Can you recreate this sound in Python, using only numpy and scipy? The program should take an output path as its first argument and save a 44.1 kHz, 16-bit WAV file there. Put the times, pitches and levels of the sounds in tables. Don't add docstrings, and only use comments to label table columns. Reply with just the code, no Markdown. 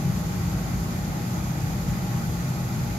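import sys
import numpy as np
from scipy import signal
from scipy.fft import rfft, irfft, next_fast_len
from scipy.io import wavfile
from scipy.ndimage import uniform_filter1d, map_coordinates

SR = 44100
rng = np.random.default_rng(int(sys.argv[2]) if len(sys.argv) > 2 else 0)


def dump_mix(stems):
    frames = np.atleast_2d(stems).T
    limited = np.clip(frames, -1, 1)
    pcm = np.round(limited * 32767).astype(np.int16)
    wavfile.write(sys.argv[1], SR, pcm)


N = 131418


def amp(db):
    return 10 ** (np.asarray(db) / 20)


def unit(x):
    return x / np.sqrt(np.mean(x ** 2) + 1e-20)


def along(points, hz):
    f, value = np.transpose(points)
    return np.interp(np.log(hz + 1), np.log(f + 1), value)


def curve(rows):
    return np.interp(np.arange(N) / SR, *np.transpose(rows))


def wobble(rate):
    points = rng.standard_normal(N // 100)
    return map_coordinates(points, [np.arange(N) * rate / SR], mode="mirror")


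def pan(db):
    return amp(np.array([[db], [-db]]) / 2)


def filtered(x, response):
    m = next_fast_len(N + SR // 4)
    return irfft(rfft(x, m) * response(np.fft.rfftfreq(m, 1 / SR)), m)[..., :N]


# f/Hz, correlation (1 same, 0 unrelated, -1 opposite)
LEFT_RIGHT_LIKENESS = [(50, 0.99), (200, 0.97), (340, 0.88), (480, 0.67), (800, 0.36), (1050, -0.07),
                       (1400, -0.21), (1750, 0.08), (2400, 0.24), (3000, 0.064), (7000, -0.12),
                       (10000, 0.081), (11500, 0.21), (15000, 0.05)]


def rush(shape):
    m = next_fast_len(N + SR // 16)
    hz = np.fft.rfftfreq(m, 1 / SR)
    turn = np.arccos(np.clip(along(LEFT_RIGHT_LIKENESS, hz), -1, 1)) / 2
    phases = np.exp(2j * np.pi * rng.random((2, len(hz))))
    spectra = phases * shape(hz) * [np.cos(turn), np.sin(turn)]
    mid, side = irfft(spectra, m)[:, :N]
    return unit(np.array([mid + side, mid - side]))


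def resonance(centre_hz, width):
    return rush(lambda hz: 1 / (1 + ((hz - centre_hz) / width) ** 2) ** 1.26)


def steady(x, span_s, hold):
    window = signal.windows.hann(int(span_s * SR))
    power = np.abs(signal.fftconvolve(np.mean(x ** 2, axis=0), window, "same")) + 1e-12
    evened = x / power ** (np.clip(hold, 0, 1) / 2)
    return x.std() * unit(evened)


FEED_S, FEED_HOLD = .16, .45


def ringing(modes):
    group = sum(amp(db) * resonance(hz, width) for hz, width, db in modes)
    return steady(group, FEED_S, FEED_HOLD)


RIPPLE_DB, RIPPLE_SPACING_HZ = 1.3, 17


def room(x):
    knots = rng.standard_normal((2, SR // 16))

    def comb(hz):
        ripple = [map_coordinates(k, [hz / RIPPLE_SPACING_HZ], mode="mirror") for k in knots]
        return unit(amp(RIPPLE_DB * np.array(ripple)))

    return filtered(x, comb)


def patchy(x, depth_db):
    z = signal.stft(x, nperseg=512)[2]
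    field = rng.standard_normal(z.shape[1:])
    field = uniform_filter1d(field, size=5, axis=0)
    field = uniform_filter1d(field, size=12, axis=1)
    return signal.istft(z * amp(depth_db * unit(field)), nperseg=512)[1][:, :N]


FLAME_DB = -37
# f/Hz, relative level/dB
FLAME_COLOUR = [(20, -40), (32, -26), (44, -6.5), (70, -4.5), (108, -13), (135, -8.5), (200, -4.5),
                (245, -9.5), (340, -14), (430, -21.5), (800, -41), (3000, -80)]


def rumble():
    noise = rush(lambda hz: amp(along(FLAME_COLOUR, hz)))
    return steady(amp(FLAME_DB) * noise, FEED_S, FEED_HOLD)


SURGE_S = .019
# t/s, rise in level/dB
FLAME_SURGES = [(.04, 6), (.07, 6), (.102, 7.5), (.187, 3.5), (.261, 4), (.4, 2.5), (.459, 6), (.565, 4.5),
                (.639, 3), (.755, 5.5), (1.095, 4.5), (1.334, 5.5), (1.511, 4), (1.648, 6), (1.77, 3),
                (1.893, 5.5), (1.94, 4.5), (2.043, 3.5), (2.103, 3), (2.154, 5), (2.292, 3), (2.446, 3.5),
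                (2.505, 5), (2.644, 4.5), (2.762, 4), (2.822, 5.5)]


def surges():
    t = np.arange(N) / SR
    return sum(db * np.exp(-((t - peak_s) / SURGE_S) ** 2) for peak_s, db in FLAME_SURGES)


THROB_SURGE_SHARE = .4
# f/Hz, width/Hz, level/dB before swell and surges
THROB_MODES = [(54, 3.9, -39.5), (63.6, 8.1, -44.5), (87.6, 11.3, -40.5)]
# t/s, level/dB
THROB_LEVEL = [(0, -4), (.22, 2), (.3, -2), (.42, 3), (.6, 2), (.7, 0), (.8, 4.5), (.88, 2), (1.08, 0),
               (1.2, -9), (1.43, 1.5), (1.51, -0.5), (1.95, 2), (2.2, -6), (2.32, 5), (2.53, -5),
               (2.75, -5), (2.88, 3.5), (2.98, -4)]


def throb(surge_db):
    return amp(curve(THROB_LEVEL) + THROB_SURGE_SHARE * surge_db) * ringing(THROB_MODES)


BURN_S, BURN_HOLD = .07, .85
# f/Hz, width/Hz, level/dB before swell
DRONE_MODES = [(124.3, 6.9, -32.5), (133.4, 4.7, -38.5)]
# t/s, level/dB
DRONE_LEVEL = [(0, -3), (.09, 5), (.19, -9), (.45, -1), (.8, -3), (.92, -9), (1.1, -2.5), (1.32, 3.5),
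               (1.5, 0), (1.7, -4.5), (1.93, 0.5), (2.2, 2), (2.35, -2.5), (2.55, 1), (2.98, 3)]
# f/Hz, width/Hz, level/dB before evening and surges
BOOM_MODES = [(156.7, 3.6, -35.5), (172.3, 6.9, -35), (186, 4.8, -37.5)]
# t/s, level/dB
MAIN_ROAR_LEVEL = [(0, -4.5), (.06, -1), (.45, -.5), (1.3, -2.5), (1.95, -.5), (2.85, -1.5), (2.98, -6)]


def main_roar(surge_db):
    drone = amp(curve(DRONE_LEVEL)) * ringing(DRONE_MODES)
    body = steady(drone + ringing(BOOM_MODES), BURN_S, BURN_HOLD)
    return amp(curve(MAIN_ROAR_LEVEL) + surge_db) * body


BASS_PAN_DB, LEFT_LEAD_S = .75, .00008
# f/Hz, width/Hz, level/dB
HOLLOW_MODES = [(206.4, 6.2, -44.5), (224.5, 6.7, -42.5), (285.5, 7.6, -49.5), (323, 12, -48.5),
                (368.4, 6.5, -52.5)]


def flame():
    surge_db = surges()
    roar = rumble() + throb(surge_db) + main_roar(surge_db) + ringing(HOLLOW_MODES)
    lead = np.array([[1], [-1]]) * LEFT_LEAD_S
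    return pan(BASS_PAN_DB) * filtered(roar, lambda hz: np.exp(1j * np.pi * hz * lead))


AIR_DB, AIR_PAN_DB, EDDY_DB = -39.5, 1, 1.0
# f/Hz, relative level/dB
AIR_COLOUR = [(150, -9), (380, -0.5), (520, 1), (680, 2), (780, 3.5), (900, 0.5), (1000, -3.5),
              (1165, -2.5), (1250, 0), (1510, -4.5), (1610, -8.5), (1750, -5.5), (2050, -5), (2250, -8.5),
              (2450, -7), (2850, -13.5), (4000, -15.5), (8000, -46), (16000, -70)]


def blower_air():
    air = patchy(rush(lambda hz: amp(along(AIR_COLOUR, hz))), EDDY_DB)
    return room(amp(AIR_DB) * pan(AIR_PAN_DB) * air)


# f/Hz, width/Hz, level/dB, left minus right/dB
DUCT_MODES = [(472, 6.7, -56.5, -5), (599, 6.3, -55.5, -7.5), (770, 7.4, -58, -2), (821.5, 12, -57, 8),
              (844, 7, -59, 9), (885, 12, -61, 3), (916, 8, -62, -7), (1091, 6.1, -56.5, 8),
              (1113, 15, -62, 2), (1258, 5, -60, -8), (1382, 11, -59, 9), (1528, 31, -59.5, 11.5),
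              (2358, 16, -64.5, 10)]


def ducts():
    ring = 0
    for hz, width, db, side_db in DUCT_MODES:
        ring = ring + amp(db) * pan(side_db) * steady(resonance(hz, width), FEED_S, FEED_HOLD)
    return ring


TONE_HZ, TONE_WAVER_HZ, TONE_PAN_DB = 820, 5.94, 6
# t/s, level/dB
HOLLOW_TONE_LEVEL = [(0, -51), (.15, -50), (.4, -59), (.9, -58), (1.3, -52.5), (1.75, -57), (2.1, -49.5),
                     (2.5, -54.5), (2.98, -49.5)]


def hollow_tone():
    pitch = TONE_HZ + TONE_WAVER_HZ * wobble(rate=22)
    sine = np.sin(2 * np.pi * np.cumsum(pitch) / SR)
    return amp(curve(HOLLOW_TONE_LEVEL)) * pan(TONE_PAN_DB) * unit(sine)


HUM_HZ, HUM_DB = 99.2, -40


def motor_hum():
    cycles = HUM_HZ * np.arange(N) / SR + rng.random()
    return pan(db=4) * amp(HUM_DB) * unit(np.sin(2 * np.pi * cycles))


HISS_LEFT_DB, HISS_RIGHT_DB = -45.5, -41.5
HISS_FLUTTER_DB = .43
# f/Hz, relative level/dB
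HISS_LEFT_COLOUR = [(1200, -13), (2900, -5.5), (3700, -2), (4000, -2.5), (4500, 2), (5750, -3), (6500, -3),
                    (7700, -7.5), (8700, -9), (10200, -4.5), (11700, 0), (12750, -3.5), (13500, -10),
                    (15500, -17)]
# f/Hz, relative level/dB
HISS_RIGHT_COLOUR = [(1200, -30), (2900, -8), (3700, -3.5), (4000, -4), (4900, 1), (5600, -2), (6150, 2.5),
                     (7150, 4.5), (7650, -5.5), (8700, -14), (10300, -9), (11750, -0.5), (12700, -1),
                     (13300, -10), (15500, -14.5)]


def gas_jet():
    colour = lambda hz: amp([along(HISS_LEFT_COLOUR, hz), along(HISS_RIGHT_COLOUR, hz)])
    left, right = filtered(rush(np.ones_like), colour)
    pair = np.array([amp(HISS_LEFT_DB) * unit(left), amp(HISS_RIGHT_DB) * unit(right)])
    return room(pair) * amp(HISS_FLUTTER_DB * wobble(rate=45))


def scene():
    blower = blower_air() + ducts() + hollow_tone() + motor_hum()
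    return flame() + blower + gas_jet()


LOW_CUT_HZ, TOP_HZ = 32, 15720


def record(dry):
    def band(hz):
        rise = (hz / LOW_CUT_HZ) ** 2
        return rise / np.hypot(1, rise) * (hz < TOP_HZ)

    return filtered(dry, band)


dry = scene()
out = record(dry)
dump_mix(out)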